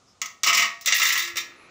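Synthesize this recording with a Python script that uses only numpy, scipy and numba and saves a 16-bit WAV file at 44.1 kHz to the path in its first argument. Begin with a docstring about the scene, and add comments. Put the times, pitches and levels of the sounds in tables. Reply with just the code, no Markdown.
"""A sheet-metal ceiling fan blade is set down by hand on a tile floor in a small, quiet room.
Its bracket scrapes faintly and taps, then clatters while the blade is still held; each impact excites
the plate's normal modes, heard as a crack and a ring that the walls reverberate. The blade drops flat
and chatters with dull bumps, a low mode swells and fades as it comes to rest, and a last knock follows.
The hand moves on with a faint rub and a thin squeak."""
import sys
import numpy as np
from scipy import signal
from scipy.fft import rfft, irfft
from scipy.io import wavfile
from scipy.ndimage import uniform_filter1d
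from numba import njit

SR = 44100
rng = np.random.default_rng(int(sys.argv[2]) if len(sys.argv) > 2 else 0)


def int16_out(signal):
    """Quantize to a 16-bit WAV file."""
    q = np.round(np.clip(np.atleast_2d(signal).T, -1, 1) * 32767)
    wavfile.write(sys.argv[1], SR, q.astype(np.int16))


N = 74970
TAPS_END_S, FLAT_S = .35, .83  # the grip loosens; the blade lies flat


def undb(db):
    """Amplitude ratio of a level in dB."""
    return 10 ** (np.asarray(db) / 20)


def along(points, hz):
    """Interpolation of (f/Hz, value) points on a logarithmic frequency axis."""
    f, v = np.array(points, float).T
    return np.interp(np.log(np.maximum(hz, 1)), np.log(f), v)


def noise(spectrum):
    """Spectral shaping of white noise, scaled to unit rms."""
    hz = np.arange(N // 2 + 1) * SR / N
    shaped = irfft(rfft(rng.standard_normal(N)) * undb(along(spectrum, hz)), N)
    return shaped / shaped.std()


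# Background spectrum: f/Hz, relative level/dB
AMBIENT_SPECTRUM = [(30, -32), (92, -10), (139, -13.5), (645, -19.5), (754, -16), (881, -23.5),
                    (1240, -14.5), (1600, -28), (6700, -25), (15000, -59)]

def ambience():
    """Stationary random noise: the quiet of the room."""
    return undb(-61) * noise(AMBIENT_SPECTRUM)


# Friction spectrum of bracket on tile: f/Hz, relative level/dB
SCRAPE_SPECTRUM = [(3500, -44), (5200, 6), (8000, -30)]

def scrape(t, peak_s=.1, width_s=.032):
    """Sliding friction: the bracket hisses faintly before the first tap."""
    return undb(-60.5) * noise(SCRAPE_SPECTRUM) * np.exp(-((t - peak_s) / width_s) ** 2)


# Impacts on the tiles: t/s, then excitation level/dB of the low ring, clang, treble and top bands
IMPACTS = [ (0.2164, -37, -20.5, -18.5, -28.5), (0.2581, -43, -32.5, -27.5, -36.5),
           (0.4334, -31.5, -25, -17.5, -27), (0.4625, -28.5, -24, -25.5, -31.5),
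           (0.4718, -28, -26, -16.5, -27), (.478, -28.5, -22, -27, -33), (.495, -25.5, -24, -24, -33),
           (0.529, -31.5, -21, -19, -31), (0.5462, -27, -30.5, -19.5, -27), (0.5715, -34, -22.5, -23, -24),
           (.577, -32, -22.5, -21, -31.5), (.596, -29.5, -24, -22.5, -31.5), (0.6215, -27, -21.5, -22, -33),
           (.646, -30.5, -28.5, -31, -44), (0.8109, -76, -50.5, -41, -42.5), (.847, -51.5, -51, -45.5, -61),
           (0.8593, -43, -29.5, -21, -23), (0.8737, -33.5, -23, -19.5, -57), (.9, -36, -31.5, -37, -66),
           (.9229, -37, -19, -17.5, -46), (.929, -51, -30.5, -29, -46), (0.9448, -62, -58, -51, -24.5),
           (0.9624, -52, -29.5, -27, -23.5), (0.981, -39, -30, -23.5, -38),
           (.998, -28.5, -24.5, -23.5, -27), (1.017, -30.5, -19.5, -20.5, -31),
           (1.0299, -41.5, -30, -23, -22.5), (1.0528, -35.5, -21, -20, -29), (1.069, -46, -43, -25, -26),
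           (1.088, -37, -24.5, -24, -26), (1.104, -44.5, -21, -30.5, -42), (1.1239, -38, -32, -22, -24),
           (1.155, -32.5, -24, -28.5, -37), (1.1764, -48, -28.5, -22, -23.5), (1.203, -41, -28.5, -33, -36),
           (1.2223, -54, -38.5, -31, -34), (1.25, -46.5, -35.5, -32, -61), (1.275, -42, -34.5, -36, -41.5),
           (1.3574, -43, -35, -35, -43), (1.3689, -39.5, -28, -24, -30.5), (1.376, -55, -32, -36, -37)]

def impacts():
    """Inelastic collision: weaker contacts trail the loose blade's impacts. Gives samples, band gains."""
    rows = np.array(IMPACTS)
    times, db = rows[:, 0], rows[:, 1:]
    loose, flat = times > TAPS_END_S, times > FLAT_S
    # impacts followed, longest delay/s, relative level/dB
    rebound, flat_rebound, sliding_catch = (loose, .014, -6.5), (flat, .028, -6.5), (loose, .04, -13.5)
    followers = [rebound, flat_rebound, sliding_catch, sliding_catch]
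    delay_shares = rng.uniform(.2, 1, (len(rows), 4))
    all_times, all_db = [times], [db]
    for share, (which, within_s, weaker_db) in zip(delay_shares.T, followers):
        all_times.append((times + within_s * share)[which])
        all_db.append(db[which] + weaker_db)
    times, gains = np.concatenate(all_times), undb(np.concatenate(all_db))
    order = np.argsort(times)
    return (times[order] * SR).astype(int), gains[order]


@njit
def ring(hz, t60, starts, kicks, in_step):
    """Damped oscillators under impulses (impacts x modes); those in step gain energy but keep phase."""
    out = np.zeros(N)
    pole = np.exp((2j * np.pi * hz - np.log(1000) / t60) / SR)
    phasor, k = np.zeros(len(hz), np.complex128), 0
    for i in range(N):
        while k < len(starts) and starts[k] <= i:
            for m in range(len(hz)):
                amplitude = abs(phasor[m])
                if in_step[m] and amplitude > 1e-9:
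                    phasor[m] *= np.hypot(amplitude, kicks[k, m]) / amplitude
                else:
                    phasor[m] += kicks[k, m]
            k += 1
        for m in range(len(hz)):
            phasor[m] *= pole[m]
            out[i] += phasor[m].imag
    return out


# Limits of the four bands: f/Hz
BAND_EDGES = [150, 1550, 3200, 8500, 16000]
# Share of the dense modes in each band: level/dB
DENSE_SHARE = [-7, -4.5, -4, -3.5]
# Their spectral envelope: f/Hz, relative level/dB
DENSE_SPECTRUM = [(150, -19), (400, -13.5), (650, -6), (780, -10), (950, -2.5), (1120, 9.5), (1300, 10),
                  (1520, -5), (1750, -6), (1950, 9.5), (2300, 2.5), (2550, 3.5), (2850, 2), (3250, -4),
                  (3700, -5), (4300, -6), (4950, -4), (5850, 0), (6600, -4), (7300, -3), (8400, -15),
                  (10300, -13.5), (12000, -19.5), (13800, -12.5), (14600, -2.5), (15200, 2.5),
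                  (15800, -4.5)]
# Their random unevenness: f/Hz, spread of level/dB
DENSE_SPREAD = [(2500, 0), (4500, 0.5)]

def dense_modes(count):
    """Constant modal density of a thin plate: frequencies, and random amplitudes for each impact."""
    grid = np.linspace(BAND_EDGES[0], BAND_EDGES[-1], 520)
    hz = grid[:-1] + np.diff(grid) * rng.random(len(grid) - 1)
    band = np.searchsorted(BAND_EDGES, hz) - 1
    singly = rng.standard_normal(len(hz))
    in_clusters = uniform_filter1d(rng.standard_normal(len(hz)), size=5)
    size = undb(along(DENSE_SPECTRUM, hz) + along(DENSE_SPREAD, hz) * (singly + in_clusters))
    band_energy = np.bincount(band, size ** 2)
    size *= (undb(DENSE_SHARE) / np.sqrt(band_energy))[band]
    return hz, size * rng.standard_normal((count, len(hz)))


# Each strong mode with the blade held: relative level/dB
HELD_LEVELS = [-24, -27, -17.5, -19, -18, -10.5, -3.5, -5, -1.5, -36, -30, -10, -21, -27, -5, -17, -4.5, -3,
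               -12, -7.5, -13.5, -11, -5, -30, -38, -13, -9, -8.5]
# The same modes with the blade flat: relative level/dB
FLAT_LEVELS = [-42, -24, -34, -23, -28, -22, -7.5, -6, -10, -4, -13.5, -11.5, -14.5, -5, -8, -12, -31, -11,
               -13.5, -13, -7, -33, -33.5, -6, -8.5, -20, -24, -20]

def strong_modes(starts):
    """Boundary conditions, held or flat, set how hard an impact drives each strong mode."""
    held = starts[:, None] < FLAT_S * SR
    size = undb(np.where(held, HELD_LEVELS, FLAT_LEVELS) - 3.5)
    return size * np.sign(rng.standard_normal(size.shape))


# Natural frequencies of the strong modes: f/Hz
STRONG_HZ = [212, 345, 684, 866, 977, 1073, 1130, 1256, 1280, 1344, 1707, 1871, 1914, 2006, 2060, 2110,
             2208, 2278, 2670, 2745, 2790, 2912, 2962, 3610, 3930, 4736, 5230, 5748]
# Damping of the strong modes: f/Hz, T60/s
STRONG_DECAY = [(200, 0.23), (680, 0.82), (870, 0.21), (1270, 0.32), (1870, 0.37), (2010, 0.18),
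                (6000, 0.14)]
# Damping of the dense modes: f/Hz, T60/s
DENSE_DECAY = [(200, 0.22), (1200, 0.31), (2500, 0.26), (6000, 0.15), (11000, 0.068), (15000, 0.059)]

def blade(starts, gains, crack_t60_s=.046, clink_hz=6450, clink_width_hz=650, choke_hz=1490):
    """Modal superposition: at each impact the dense modes crack, then ring with the strong ones."""
    dense_hz, dense = dense_modes(len(starts))
    ring_hz = np.r_[dense_hz, STRONG_HZ]
    tap = starts[:, None] < TAPS_END_S * SR
    # In the first taps the bracket's resonance brightens the crack and the firm grip chokes the ring.
    clink_db = 12 * tap * np.exp(-((dense_hz - clink_hz) / clink_width_hz) ** 2)
    choke_db = -12.5 * tap * (ring_hz > choke_hz)
    crack = dense * undb(clink_db - 5)
    ringing = np.c_[dense, strong_modes(starts)] * undb(choke_db)
    kicks = np.sqrt(2) * np.c_[crack, ringing]
    hz = np.r_[dense_hz, ring_hz]
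    ring_t60 = np.r_[along(DENSE_DECAY, dense_hz), along(STRONG_DECAY, STRONG_HZ)]
    t60 = np.r_[np.full(len(dense_hz), crack_t60_s), ring_t60]
    in_step = np.r_[np.zeros(2 * len(dense_hz), bool), [1000 < f < 2250 for f in STRONG_HZ]]
    out = 0
    for gain, lo, hi in zip(gains.T, BAND_EDGES, BAND_EDGES[1:]):
        own = (hz >= lo) & (hz < hi)
        drive = np.ascontiguousarray(kicks[:, own] * gain[:, None])
        bandpass = signal.butter(6, [lo * .85, hi * 1.15], "band", fs=SR, output="sos")
        out += signal.sosfilt(bandpass, ring(hz[own], t60[own], starts, drive, in_step[own]))
    return out


def reverberation(x, t, low_t60_s=.37, treble_t60_s=.25, build_s=.036):
    """Diffuse field: reflections from hard walls decay exponentially, the treble sooner."""
    white = rng.standard_normal(N)
    low = signal.sosfilt(signal.butter(1, 3500, fs=SR, output="sos"), white)
    tail = low * undb(-60 * t / low_t60_s) + (white - low) * undb(-60 * t / treble_t60_s)
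    tail *= np.clip(t / build_s, 0, 1)
    return undb(-12) * signal.fftconvolve(x, tail / np.linalg.norm(tail))[:N]


# Bumps of the blade's face and the hand on the floor: t/s, f/Hz, level/dB
THUDS = [(0.8716, 572, -40), (0.9218, 660, -38), (.96, 105, -53), (1.335, 93, -56), (1.3563, 434, -46)]

def bumps(t, rise_s=.0041, t60_s=.097, edge_ratio=1.31):
    """Heavy damping: each bump is a short thud, a band of noise around one pitch."""
    out = 0
    for start, hz, db in THUDS:
        bandpass = signal.butter(2, [hz / edge_ratio, hz * edge_ratio], "band", fs=SR, output="sos")
        body = signal.sosfilt(bandpass, rng.standard_normal(N))
        age = np.maximum(t - start, 0)
        out += body / body.std() * np.minimum(age / rise_s, 1) * undb(db - 60 * age / t60_s)
    return out


def settling(t, hz=344.6, peak_s=1.3, width_s=.065):
    """Vibration in a single mode: a low tone swells and fades as the blade comes to rest."""
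    return undb(-50.5) * np.sqrt(2) * np.sin(2 * np.pi * hz * t) / np.cosh((t - peak_s) / width_s)


# Friction spectrum of the hand: f/Hz, relative level/dB
RUB_SPECTRUM = [(100, -18.5), (346, -3.5), (800, -15), (1240, -4), (1600, -13), (2400, -3.5), (3320, -21),
                (4200, -14.5), (7050, -59)]

def rub(t, start_s=1.275, rise_s=.12):
    """Sliding friction: faint noise as the hand moves on."""
    return undb(-52.5) * noise(RUB_SPECTRUM) * np.clip((t - start_s) / rise_s, 0, 1)


def squeak(t, start_s=1.555, length_s=.13, base_hz=9970, arch_hz=620, jitter_hz=600):
    """Frequency modulation: the hand's thin squeak rises and falls in pitch, with random jitter."""
    progress = np.clip((t - start_s) / length_s, 0, 1)
    arch = np.maximum(np.sin(np.pi * progress), 0)
    hz = base_hz + arch_hz * arch + jitter_hz * rng.standard_normal(N)
    return undb(-70) * np.sqrt(2 * arch) * np.sin(2 * np.pi * np.cumsum(hz) / SR)


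def scene():
    """Linear superposition: the clatter, its reverberation and the faint sounds add in one channel."""
    t = np.arange(N) / SR
    clatter = blade(*impacts()) + bumps(t)
    echo = reverberation(clatter, t)
    return (scrape(t) + clatter + echo + settling(t) + rub(t) + squeak(t) + ambience())[None]


def record(dry, ceiling=.63, cutoff_hz=15550):
    """Soft saturation rounds the highest peaks; a low-pass filter cuts the top."""
    lowpass = signal.ellip(10, .2, 70, cutoff_hz, fs=SR, output="sos")
    return signal.sosfilt(lowpass, ceiling * np.tanh(dry / ceiling))


dry = scene()
out = record(dry)
int16_out(out)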